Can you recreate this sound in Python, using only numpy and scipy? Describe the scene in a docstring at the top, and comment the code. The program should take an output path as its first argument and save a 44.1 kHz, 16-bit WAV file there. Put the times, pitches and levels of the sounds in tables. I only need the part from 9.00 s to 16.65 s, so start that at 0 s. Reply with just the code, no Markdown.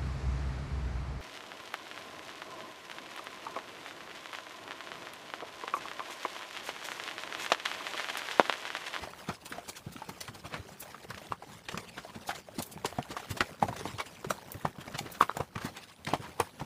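"""Hooves clop on stone and thud into soil: a string of pack horses, heard from the last one's saddle.
Each impact excites damped vibrations of hoof, ground and pebbles; one knocks hard on a loose stone.
Friction gives swells of noise as hooves scuff through grit and twigs swish along the packs.
Every footfall stirs gravel and tack, which settle briefly between strides. The trees along the rocky
trail scatter back a short echo, and a small bird whistles faintly far off."""
import sys
import numpy as np
from scipy import signal
from scipy.fft import rfft, irfft, next_fast_len
from scipy.io import wavfile
from scipy.ndimage import uniform_filter1d, map_coordinates

SR = 44100
rng = np.random.default_rng(int(sys.argv[2]) if len(sys.argv) > 2 else 0)


def put_to_file(sound):
    """Save the sound as 16-bit audio at rate SR, in the file named by the first command-line argument."""
    columns = np.atleast_2d(sound).T  # one column per channel
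    safe = np.clip(columns, -1, 1)
    whole_steps = np.round(safe * 32767)
    wavfile.write(sys.argv[1], SR, whole_steps.astype(np.int16))


N = 337409
T = np.arange(SR // 4) / SR  # time within one footfall, t/s
SNAP_S = 0.0003  # rise of a contact between stone and stone


def amp(db):
    """Amplitude ratio of a level in decibels."""
    return 10 ** (np.asarray(db) / 20)


def unit(x):
    """Normalisation to rms 1."""
    return x / np.sqrt(np.mean(x ** 2) + 1e-20)


def along(points, hz):
    """Interpolation of (f/Hz, value) points on a logarithmic frequency axis."""
    f, v = np.transpose(points)
    return np.interp(np.log(hz + 1), np.log(f + 1), v)


def filtered(x, response):
    """Linear filtering: the spectrum of x times a frequency response."""
    m = next_fast_len(len(x) + 8192)
    return irfft(rfft(x, m) * response(np.fft.rfftfreq(m, 1 / SR)), m)[:len(x)]


def wobble(rate, size):
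    """Smooth random modulation, rate knots a second."""
    knots = rng.standard_normal(int(size * rate / SR) + 4)
    return map_coordinates(knots, [np.arange(size) * rate / SR])


def grains(spectrum, size, spiky_db, rate, bright_db=0, ripple_db=0):
    """Modulated noise: clumped contacts, coloured, tilted about 3 kHz, rippled by resonances; rms 1."""
    contacts = rng.standard_normal(size) * amp(spiky_db * np.clip(wobble(rate, size), -2, 2))
    tilt = lambda hz: bright_db * np.log(np.clip(hz, 700, None) / 3000)
    ripple = lambda hz: ripple_db * np.interp(hz, np.linspace(0, SR / 2, 110), rng.standard_normal(110))
    return unit(filtered(contacts, lambda hz: amp(along(spectrum, hz) + tilt(hz) + ripple(hz))))


def band_noise(hz, q):
    """Random excitation of a broad resonance, one footfall long; rms 1."""
    response = lambda f: 1 / np.hypot(1, q * (f / hz - hz / (f + 1))) / np.hypot(1, (f / (3 * hz)) ** 2)
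    return unit(filtered(rng.standard_normal(len(T)), response))


def blow(rise, decay):
    """Impact envelope: soft onset, exponential decay, both times in seconds; peak 1."""
    shape = (1 - np.exp(-(T / rise) ** 3)) * np.exp(-T / decay)
    return shape / shape.max()


def add(track, s, sound):
    """Superposition of a sound on the track from time s."""
    start = round(s * SR)
    part = sound[max(-start, 0):max(N - start, 0)]
    track[max(start, 0):][:len(part)] += part


def strokes(rows, spectrum, usual_bright_db, spiky_db, rate):
    """Friction noise: each stream of tiny contacts swells to its loudest moment and fades."""
    track, t = np.zeros(N), T - T.mean()
    for s, db, rise, fall, bright_db in rows:
        swell = 1 / np.cosh(1.4 * t / np.maximum(np.where(t < 0, rise, fall), .001))
        rub = grains(spectrum, len(T), spiky_db, rate, bright_db - usual_bright_db, ripple_db=3.0)
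        add(track, s - T.mean(), amp(db) * swell * rub)
    return track


# Spectrum of distant air in the trees: f/Hz, relative level/dB
AIR_SPECTRUM = [(25, -10), (80, 10), (180, 3), (350, -3.5), (800, -1.5), (1700, -9.5), (4000, -17),
                (9000, -24), (15500, -24)]
def forest_air():
    """Flow noise: air in distant trees makes a faint, fluctuating rumble."""
    return amp(-60.5) * grains(AIR_SPECTRUM, N, spiky_db=7, rate=24)


# A small bird far off in the firs: t/s, duration/s, level/dB, f/Hz
WHISTLES = [(1.69, 0.052, -72, 9100), (2.79, 0.06, -63, 9150), (6.9, 0.071, -68, 9050),
            (6.95, 0.05, -71, 11050), (7.5, 0.13, -68, 11080)]
def bird():
    """Frequency modulation: thin, high tones waver slightly in pitch."""
    track = np.zeros(N)
    for s, length, db, hz in WHISTLES:
        size = round(length * SR)
        pitch = hz * (1 + 0.008 * wobble(rate=220, size=size))
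        tone = np.sin(2 * np.pi * np.cumsum(pitch) / SR)
        add(track, s, amp(db) * signal.windows.tukey(size, .5) * tone)
    return track


# Decay of sound among the trunks: f/Hz, reverberation time T60/s
TRUNK_DECAY = [(100, 0.043), (1000, 0.089), (4000, 0.096), (14000, 0.24)]
def trunk_echo(x):
    """Scattering: the trees return a thin, short echo after 8 ms."""
    hz, t, noise = signal.stft(rng.standard_normal(SR // 2), SR, nperseg=256)
    tail = signal.istft(noise * amp(-60 * t / along(TRUNK_DECAY, hz)[:, None]), SR, nperseg=256)[1]
    tail = np.pad(tail, (round(.008 * SR), 0))
    return signal.fftconvolve(x, tail / np.linalg.norm(tail))[:N]


# Pauses between strides: t/s
PAUSES = [0.41, 1.40, 2.385, 2.635, 3.45, 4.58, 5.735, 6.495, 6.98, 7.53]
def lull_db(depth_db=-7, half_width_s=0.039):
    """Amplitude modulation: a Gaussian dip in level at each pause."""
    t = np.arange(N) / SR
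    return depth_db * sum(np.exp(-((t - s) / half_width_s) ** 2) for s in PAUSES)


def agitation(events, settle_s, lead_s=0.025, db_per_db=0.19):
    """Power summation: the stir's gain rises just before each event and relaxes after it; rms 1."""
    t, power = np.arange(0, N / SR, .002), 0
    for s, db, *_ in events:
        away = np.where(t < s, (s - t) / lead_s, (t - s) / settle_s)
        power = power + (amp(db_per_db * db) * np.exp(-away)) ** 2
    return unit(np.interp(np.arange(N) / SR, t, np.sqrt(power)))


def patchy(x, depth_db):
    """Spectral modulation: brief patches of gain, as when stones of different sizes stir; rms 1."""
    spectra = signal.stft(x, nperseg=512)[2]
    field = uniform_filter1d(rng.standard_normal(spectra.shape), size=5, axis=0)  # smooth in frequency
    field = uniform_filter1d(field, size=5, axis=1)  # and in time
    gain = amp(depth_db * np.clip(unit(field), -2, 2))
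    return unit(signal.istft(spectra * gain, nperseg=512)[1][:len(x)])


def rolling_stones(count, centre_hz, spread, cycles, spiky_db):
    """Free vibration: many small stones ring briefly, each at its natural frequency; rms 1."""
    when, pitch = rng.random((count, 1)), rng.standard_normal((count, 1))
    strength = amp(spiky_db * np.minimum(rng.exponential(size=(count, 1)), 3))
    hz, t = np.clip(centre_hz * np.exp(spread * pitch), 300, 9000), T[:SR // 25]
    age = t * hz / cycles
    rings = strength * age * np.exp(-age) * np.sin(2 * np.pi * hz * t)
    index = (when * N).astype(int) + np.arange(len(t))
    return unit(np.bincount(index.ravel(), rings.ravel(), N)[:N])


# Spectra of farther hooves on soil, of their gravel, and of straps and packs: f/Hz, relative level/dB
TREAD_SPECTRUM = [(25, -51), (50, -6), (90, 1), (200, 6.5), (350, -8), (700, -19.5), (2000, -36)]
FAR_GRAVEL_SPECTRUM = [(150, -16), (400, 2), (800, -1), (1200, -4), (1800, -6), (3000, -9.5), (6000, -14.5),
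                       (15000, -21)]
TACK_SPECTRUM = [(1000, 2), (3000, 3.5), (5000, 0), (8000, -5.5), (10000, -6), (13000, -16), (15300, -16)]
# Stir of the whole string before modulation: t/s, bass level/dB, middle level/dB, treble level/dB
STIR_LEVELS = [(0.0, -63, -52.5, -61), (0.55, -68, -55.5, -60.5), (1.38, -58.5, -57.5, -60.5),
               (2.3, -60.5, -53, -64.5), (2.45, -60, -56.5, -59.5), (3.94, -58.5, -54.5, -60.5),
               (4.67, -56.5, -51.5, -66), (4.83, -49, -53, -49.5), (5.05, -60.5, -56, -58.5),
               (5.56, -57.5, -52, -74), (6.29, -61.5, -55, -68), (7.05, -58.5, -60, -62.5),
               (7.22, -57, -54, -60.5), (7.65, -57.5, -55, -64)]
def stir():
    """Incoherent sources: farther hooves, gravel and tack merge into noise that follows the strides."""
    s, *levels = np.transpose(STIR_LEVELS)
    bass_db, middle_db, treble_db = [np.interp(np.arange(N) / SR, s, level) for level in levels]
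    jostle, pause_db = wobble(45, N), lull_db()
    # Each gain has a steady part and an agitated part, added in power.
    tread_gain = np.hypot(amp(0.5), amp(-3.5) * agitation(SOIL_IMPACTS, settle_s=0.033))
    gravel_gain = np.hypot(amp(-2.0), amp(-8.5) * agitation(STONE_IMPACTS + DRAGS, settle_s=0.11))
    tack_gain = np.hypot(amp(1.0), amp(-10) * agitation(DRAGS + TWIG_STROKES, settle_s=0.11))
    tread_gain *= amp(bass_db + 0.6 * pause_db + 0.83 * jostle)
    gravel_gain *= amp(middle_db + pause_db + 1.22 * jostle)
    tack_gain *= amp(treble_db + 0.84 * pause_db + 4.2 * jostle)
    sand = patchy(grains(FAR_GRAVEL_SPECTRUM, N, spiky_db=4.0, rate=460), depth_db=3.0)
    stones = amp(-2) * rolling_stones(count=1900, centre_hz=1350, spread=.7, cycles=1.6, spiky_db=4.8)
    tread = grains(TREAD_SPECTRUM, N, spiky_db=4.0, rate=50)
    tack = patchy(grains(TACK_SPECTRUM, N, spiky_db=3.0, rate=700), depth_db=5.5)
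    return tread_gain * tread + gravel_gain * (sand + stones) + tack_gain * tack


# Spectrum of duff, the soft litter of the forest floor: f/Hz, relative level/dB
DUFF_SPECTRUM = [(30, -32), (60, -7), (100, -3.5), (170, -5), (300, -12), (700, -26), (2000, -48)]
def sinks(lag_s=0.014, relative_db=-17, rise_s=0.0085, fall_s=0.024):
    """Inelastic compression: after each thud the hoof sinks into duff, louder the heavier it landed."""
    rows = [(s + lag_s, db + relative_db, rise_s, fall_s, 0) for s, db, _ in SOIL_IMPACTS]
    return strokes(rows, DUFF_SPECTRUM, usual_bright_db=0.5, spiky_db=2.5, rate=49.5)


# Spectrum of rubbed canvas: f/Hz, relative level/dB
CANVAS_SPECTRUM = [(500, -7), (2000, -4.5), (4000, 2.5), (7000, 2), (10000, 2.5), (13000, -2.5), (15300, 0)]
# Twigs brushing the packs: t/s at the peak, level/dB, rise/s, brightness/dB
TWIG_STROKES = [(0.46, -39.5, 0.005, -5.5), (0.502, -44, 0.0057, 13), (0.694, -35.5, 0.0084, -6.5),
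                (0.932, -48.5, 0.0072, 1), (1.092, -44.5, 0.0027, -4), (1.212, -36.5, 0.0039, -6),
                (1.351, -46.5, 0.0055, -9.5), (1.807, -34.5, 0.0058, 13.5), (1.829, -44, 0.0094, -9),
                (3.282, -43, 0.0095, -1.5), (3.593, -36.5, 0.007, -7.5), (3.626, -37, 0.0048, 0),
                (3.666, -41.5, 0.004, 15), (3.726, -45, 0.01, 0), (3.86, -34, 0.004, -9),
                (4.312, -39.5, 0.0097, -4), (4.375, -39.5, 0.0053, -8), (5.308, -34.5, 0.006, -5),
                (5.521, -36.5, 0.002, 20), (6.121, -39.5, 0.002, 10.5), (6.219, -41, 0.014, 2),
                (6.66, -43.5, 0.015, -3)]
def swishes(fall_s=0.008):
    """Sliding friction: twigs flick over canvas, each with a quick swell and a short fall."""
    rows = [(s, db, rise, fall_s, bright_db) for s, db, rise, bright_db in TWIG_STROKES]
    return strokes(rows, CANVAS_SPECTRUM, usual_bright_db=-1, spiky_db=3.0, rate=2000)


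# Spectrum of scraped gravel: f/Hz, relative level/dB
GRAVEL_SPECTRUM = [(100, -5), (400, -1.5), (1100, 0), (1700, -1), (3500, -6), (7000, -15.5), (15500, -31.5)]
# Hooves dragged through gravel: t/s at the peak, relative level/dB, duration/s, brightness/dB
DRAGS = [(0.029, -39.5, 0.049, -1.5), (0.296, -33, 0.029, -7), (0.557, -42, 0.063, -9),
         (0.771, -41, 0.023, 6), (1.452, -38, 0.02, -8.5), (1.543, -34, 0.048, -6.5),
         (2.181, -38.5, 0.011, -1), (2.691, -30, 0.01, -2.5), (2.721, -37, 0.012, -2),
         (2.98, -35.5, 0.018, -6.5), (3.099, -42.5, 0.017, -7), (3.154, -42, 0.021, -2.5),
         (3.295, -31, 0.015, -3), (3.354, -38, 0.016, 1.5), (3.858, -32.5, 0.0091, -1),
         (4.116, -35, 0.018, 0), (4.2, -41.5, 0.02, 1.5), (4.313, -34, 0.018, -3.5),
         (4.416, -25, 0.012, -9.5), (4.767, -36.5, 0.011, -2), (4.802, -39.5, 0.023, -13),
         (4.989, -31, 0.011, -5.5), (5.003, -29, 0.018, -3), (5.813, -43.5, 0.018, 0.5),
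         (5.88, -35, 0.01, -6), (5.951, -32.5, 0.019, -4.5), (5.988, -35, 0.019, 6),
         (6.067, -41, 0.026, -6), (6.151, -43.5, 0.023, 2), (6.222, -28, 0.0062, -9),
         (6.405, -23, 0.01, -18), (6.56, -29.5, 0.0079, -6), (6.618, -38, 0.024, -2.5),
         (6.656, -36, 0.036, -6.5), (6.771, -40, 0.032, -2), (7.09, -34, 0.0096, -1.5),
         (7.114, -38.5, 0.026, -9), (7.247, -38.5, 0.038, -7), (7.404, -29.5, 0.017, -13),
         (7.601, -35, 0.0095, -5.5)]
def scuffs(rise_share=0.4):
    """Granular friction: a dragged hoof bites into gravel quickly and slides out more slowly."""
    rows = [(s, db, rise_share * length, (1 - rise_share) * length, bright_db)
            for s, db, length, bright_db in DRAGS]
    return amp(-4.5) * strokes(rows, GRAVEL_SPECTRUM, usual_bright_db=-2.5, spiky_db=2.0, rate=810)


def loose_stones(per_s=7.2, usual_db=-49, scatter_db=4.5, usual_hz=2600, octaves=1.13):
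    """Random point process: stones kicked loose, seldom in the pauses; rows of t/s, level/dB, f/Hz."""
    chance = rng.random((round(per_s * N / SR), 3))
    moving = np.cumsum(amp(2 * lull_db()))
    times = np.searchsorted(moving, chance[:, 0] * moving[-1]) / SR
    strength, pitch = 2 * chance[:, 1:].T - 1
    return list(zip(times, usual_db + scatter_db * strength, usual_hz * 2 ** (octaves * pitch)))


# The nearest small stones and chips of grit, struck: t/s, level/dB, f/Hz
PEBBLE_IMPACTS = [(0.073, -35, 619), (0.134, -35.5, 1340), (0.964, -36, 1310), (1.206, -36, 5900),
                  (1.541, -28.5, 1690), (1.857, -41, 590), (2.046, -38.5, 447), (2.103, -37, 5050),
                  (2.145, -36, 1800), (2.178, -41, 3050), (2.215, -39, 614), (2.269, -42.5, 3500),
                  (2.686, -28.5, 1880), (2.775, -34.5, 5020), (2.775, -31, 2490), (3.049, -37.5, 668),
                  (3.329, -33.5, 786), (3.486, -37, 610), (3.624, -29, 11100), (3.775, -37, 880),
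                  (3.848, -25.5, 407), (3.859, -27, 4260), (3.925, -35, 693), (4.027, -36, 2900),
                  (4.199, -35, 745), (4.406, -15, 1914), (4.766, -40, 6000), (4.81, -32.5, 417),
                  (4.984, -34, 3260), (5.006, -33, 4030), (5.246, -29.5, 395), (5.306, -22, 640),
                  (5.519, -27.5, 14500), (5.989, -26.5, 4280), (5.990, -29, 2310), (6.118, -38, 13200),
                  (6.313, -34.5, 1260), (6.370, -31, 7100), (6.558, -38, 2220), (6.684, -36, 730),
                  (6.77, -35.5, 3700), (6.839, -44, 4100), (7.049, -33.5, 3770), (7.399, -21.5, 488),
                  (7.400, -24, 9530)]
def pebbles():
    """Modal vibration: a stone clicks and rings in two modes; the smaller, the higher and shorter."""
    track = np.zeros(N)
    for s, db, hz in PEBBLE_IMPACTS + loose_stones():
        decay_s = 0.0036 * (1000 / hz) ** 0.55
        modes = np.sin(2 * np.pi * hz * T) + amp(-15) * np.sin(2 * np.pi * 2.5 * hz * T)
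        ring = blow(0.75 / hz, decay_s) * modes
        click = blow(SNAP_S, 0.0024) * band_noise(hz, q=0.92)
        add(track, s, amp(db) * (amp(-1) * ring + amp(-5.5) * click))
    return track


# Weight landing on soil: t/s, level/dB, f/Hz
SOIL_IMPACTS = [(0.018, -40.5, 74), (0.285, -29, 193), (0.512, -36, 300), (0.863, -33.5, 139),
                (0.954, -38, 260), (1.087, -34.5, 184), (1.285, -38, 115), (1.446, -35.5, 110),
                (1.591, -38, 85.5), (2.094, -42, 123), (2.137, -42, 90), (2.301, -39.5, 107),
                (2.74, -32, 170), (2.771, -30.5, 209), (3.157, -32.5, 200), (3.582, -26.5, 241),
                (3.757, -35.5, 174), (3.845, -36.5, 135), (3.982, -28, 139), (4.102, -34.5, 316),
                (4.302, -30, 102), (4.404, -27, 304), (4.622, -22.5, 219), (4.686, -28, 121),
                (4.854, -26.5, 316), (4.935, -35, 109), (5.262, -33.5, 136), (5.299, -29.5, 189),
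                (5.545, -33, 105), (5.646, -25, 171), (5.782, -35.5, 190), (5.941, -32, 145),
                (6.003, -31.5, 123), (6.057, -37, 342), (6.207, -26.5, 271), (6.366, -37, 145),
                (6.401, -35, 135), (6.556, -31, 110), (6.646, -28, 245), (7.071, -27, 171),
                (7.13, -23, 160), (7.193, -36, 125), (7.283, -38, 188), (7.399, -34.5, 90.5),
                (7.613, -30, 153)]
def thuds():
    """Damped oscillation: the animal's weight gives the soil a brief bounce and a short rumble."""
    track = np.zeros(N)
    for s, db, hz in SOIL_IMPACTS:
        bounce = amp(-1.5) * blow(0.64 / hz, 1.12 / hz) * np.sin(2 * np.pi * hz * T)
        earth = amp(-10.0) * blow(0.005, 0.011) * band_noise(197, q=0.8)
        add(track, s, amp(db) * (bounce + earth))
    return track


# Spectrum of crunching grit: f/Hz, relative level/dB
GRIT_SPECTRUM = [(300, -9), (1200, 7.5), (2500, 4.5), (5000, -0.5), (10000, -6.5), (15500, -21)]
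# Hoof on stone: t/s, level/dB, f/Hz, decay time/cycles, looseness of the ground/dB
STONE_IMPACTS = [(0.035, -31.5, 846, 1.6, 0.5), (0.287, -33, 1180, 1.9, 5), (0.52, -39, 1490, 1.8, 7),
                 (0.582, -32.5, 697, 4, -5), (1.018, -31.5, 860, 4.6, -3), (1.09, -33, 910, 2.3, 1.5),
                 (1.279, -34, 1070, 0.57, 3.5), (1.54, -31, 1060, 1.4, 1), (1.944, -34.5, 1210, 3, -4.5),
                 (2.104, -34, 1270, 1, 3), (2.321, -18.5, 1076, 0.98, -8.5), (2.422, -36, 840, 1.8, -3),
                 (2.744, -28.5, 1180, 1.3, -7), (2.774, -31, 1150, 1.3, 1.5), (2.979, -34, 1400, 1, 0),
                 (3.29, -25, 800, 2.1, -1.5), (3.306, -27, 1420, 2, 3), (3.6, -31, 715, 1.5, 0),
                 (3.846, -21, 934, 1.4, 0.5), (3.985, -24, 723, 4.2, 0.5), (4.166, -24.5, 1080, 0.87, 3.5),
                 (4.367, -43, 780, 1.3, 8), (4.406, -14.5, 1316, 1.8, 5), (4.625, -11, 820, 2.1, -2.5),
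                 (4.683, -30.5, 670, 1.7, 5.5), (4.726, -30.5, 936, 3.5, -7), (4.853, -26.5, 880, 2.6, -4),
                 (5.003, -28, 1140, 4.5, -10), (5.244, -36, 1060, 0.69, 5), (5.305, -17.5, 1244, 1.8, -4),
                 (5.652, -14, 920, 0.59, -4.5), (5.99, -30.5, 800, 3.3, -14), (6.209, -6.5, 1152, 1.64, -5),
                 (6.223, -16, 1085, 2.7, 1.5), (6.295, -17, 1130, 0.49, -27), (6.368, -24.5, 720, 1.2, 0),
                 (6.403, -32.5, 825, 1.7, 3), (6.578, -29.5, 1140, 1.3, -0.5),
                 (7.067, -32, 1780, 0.77, 6.5), (7.086, -30.5, 860, 2.2, -3), (7.135, -12, 760, 0.68, 2.5),
                 (7.4, -19.5, 950, 2, 7.5), (7.612, -27.5, 880, 1.2, -4)]
def clops(usual_blow_db=-29.5, ground_db_per_db=0.56):
    """Impact resonance: the hollow hoof rings a few cycles; looser ground clatters and crunches more."""
    track = np.zeros(N)
    for s, db, hz, cycles, loose_db in STONE_IMPACTS:
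        pitch = hz * (1 + 0.18 * np.exp(-T / 0.00093))  # sinks as the hoof settles
        ring = blow(0.0017, max(cycles, .3) / hz) * np.sin(2 * np.pi * np.cumsum(pitch) / SR)
        wall = amp(-23.0) * blow(0.0019, 0.0021) * np.sin(2 * np.pi * hz * rng.uniform(1.88, 3.6) * T)
        sole = amp(-11.5) * blow(0.00061, 0.0017) * np.sin(2 * np.pi * hz * 0.4 * T)
        crack = amp(-27) * blow(0.0013, 0.0007) * band_noise(hz * 0.48, q=0.89)
        clatter = amp(-10) * blow(0.0036, 0.0078) * band_noise(hz, q=1.33)
        grit = grains(GRIT_SPECTRUM, len(T), spiky_db=4.5, rate=1064, ripple_db=3.5)
        crunch = amp(-16.5) * blow(SNAP_S, 0.0094) * grit
        ground_db = usual_blow_db + ground_db_per_db * (db - usual_blow_db) + loose_db
        add(track, s, amp(db) * (ring + wall + sole + crack) + amp(ground_db) * (clatter + crunch))
        toe = blow(0.0029, 0.008) * band_noise(hz * 1.05, q=1)
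        add(track, s - .007, amp(db - 26.5) * toe)  # the toe grazes the ground just before the blow
    return track


def scene():
    """Superposition: the near sounds and their echo add to the stir, the air and the bird, in mono."""
    near = clops() + thuds() + pebbles() + scuffs() + swishes() + sinks()
    air = forest_air()
    return (near + amp(-12) * trunk_echo(near) + stir() + air + bird())[None]


def record(dry):
    """Band limiting: the deepest bass rolls off and nothing passes above the upper limit."""
    low_cut_hz, top_hz = 45, 15550
    passband = lambda hz: hz ** 3 / np.hypot(hz ** 3, low_cut_hz ** 3) * (hz < top_hz)
    return np.array([filtered(channel, passband) for channel in dry])


dry = scene()
out = record(dry)
put_to_file(out)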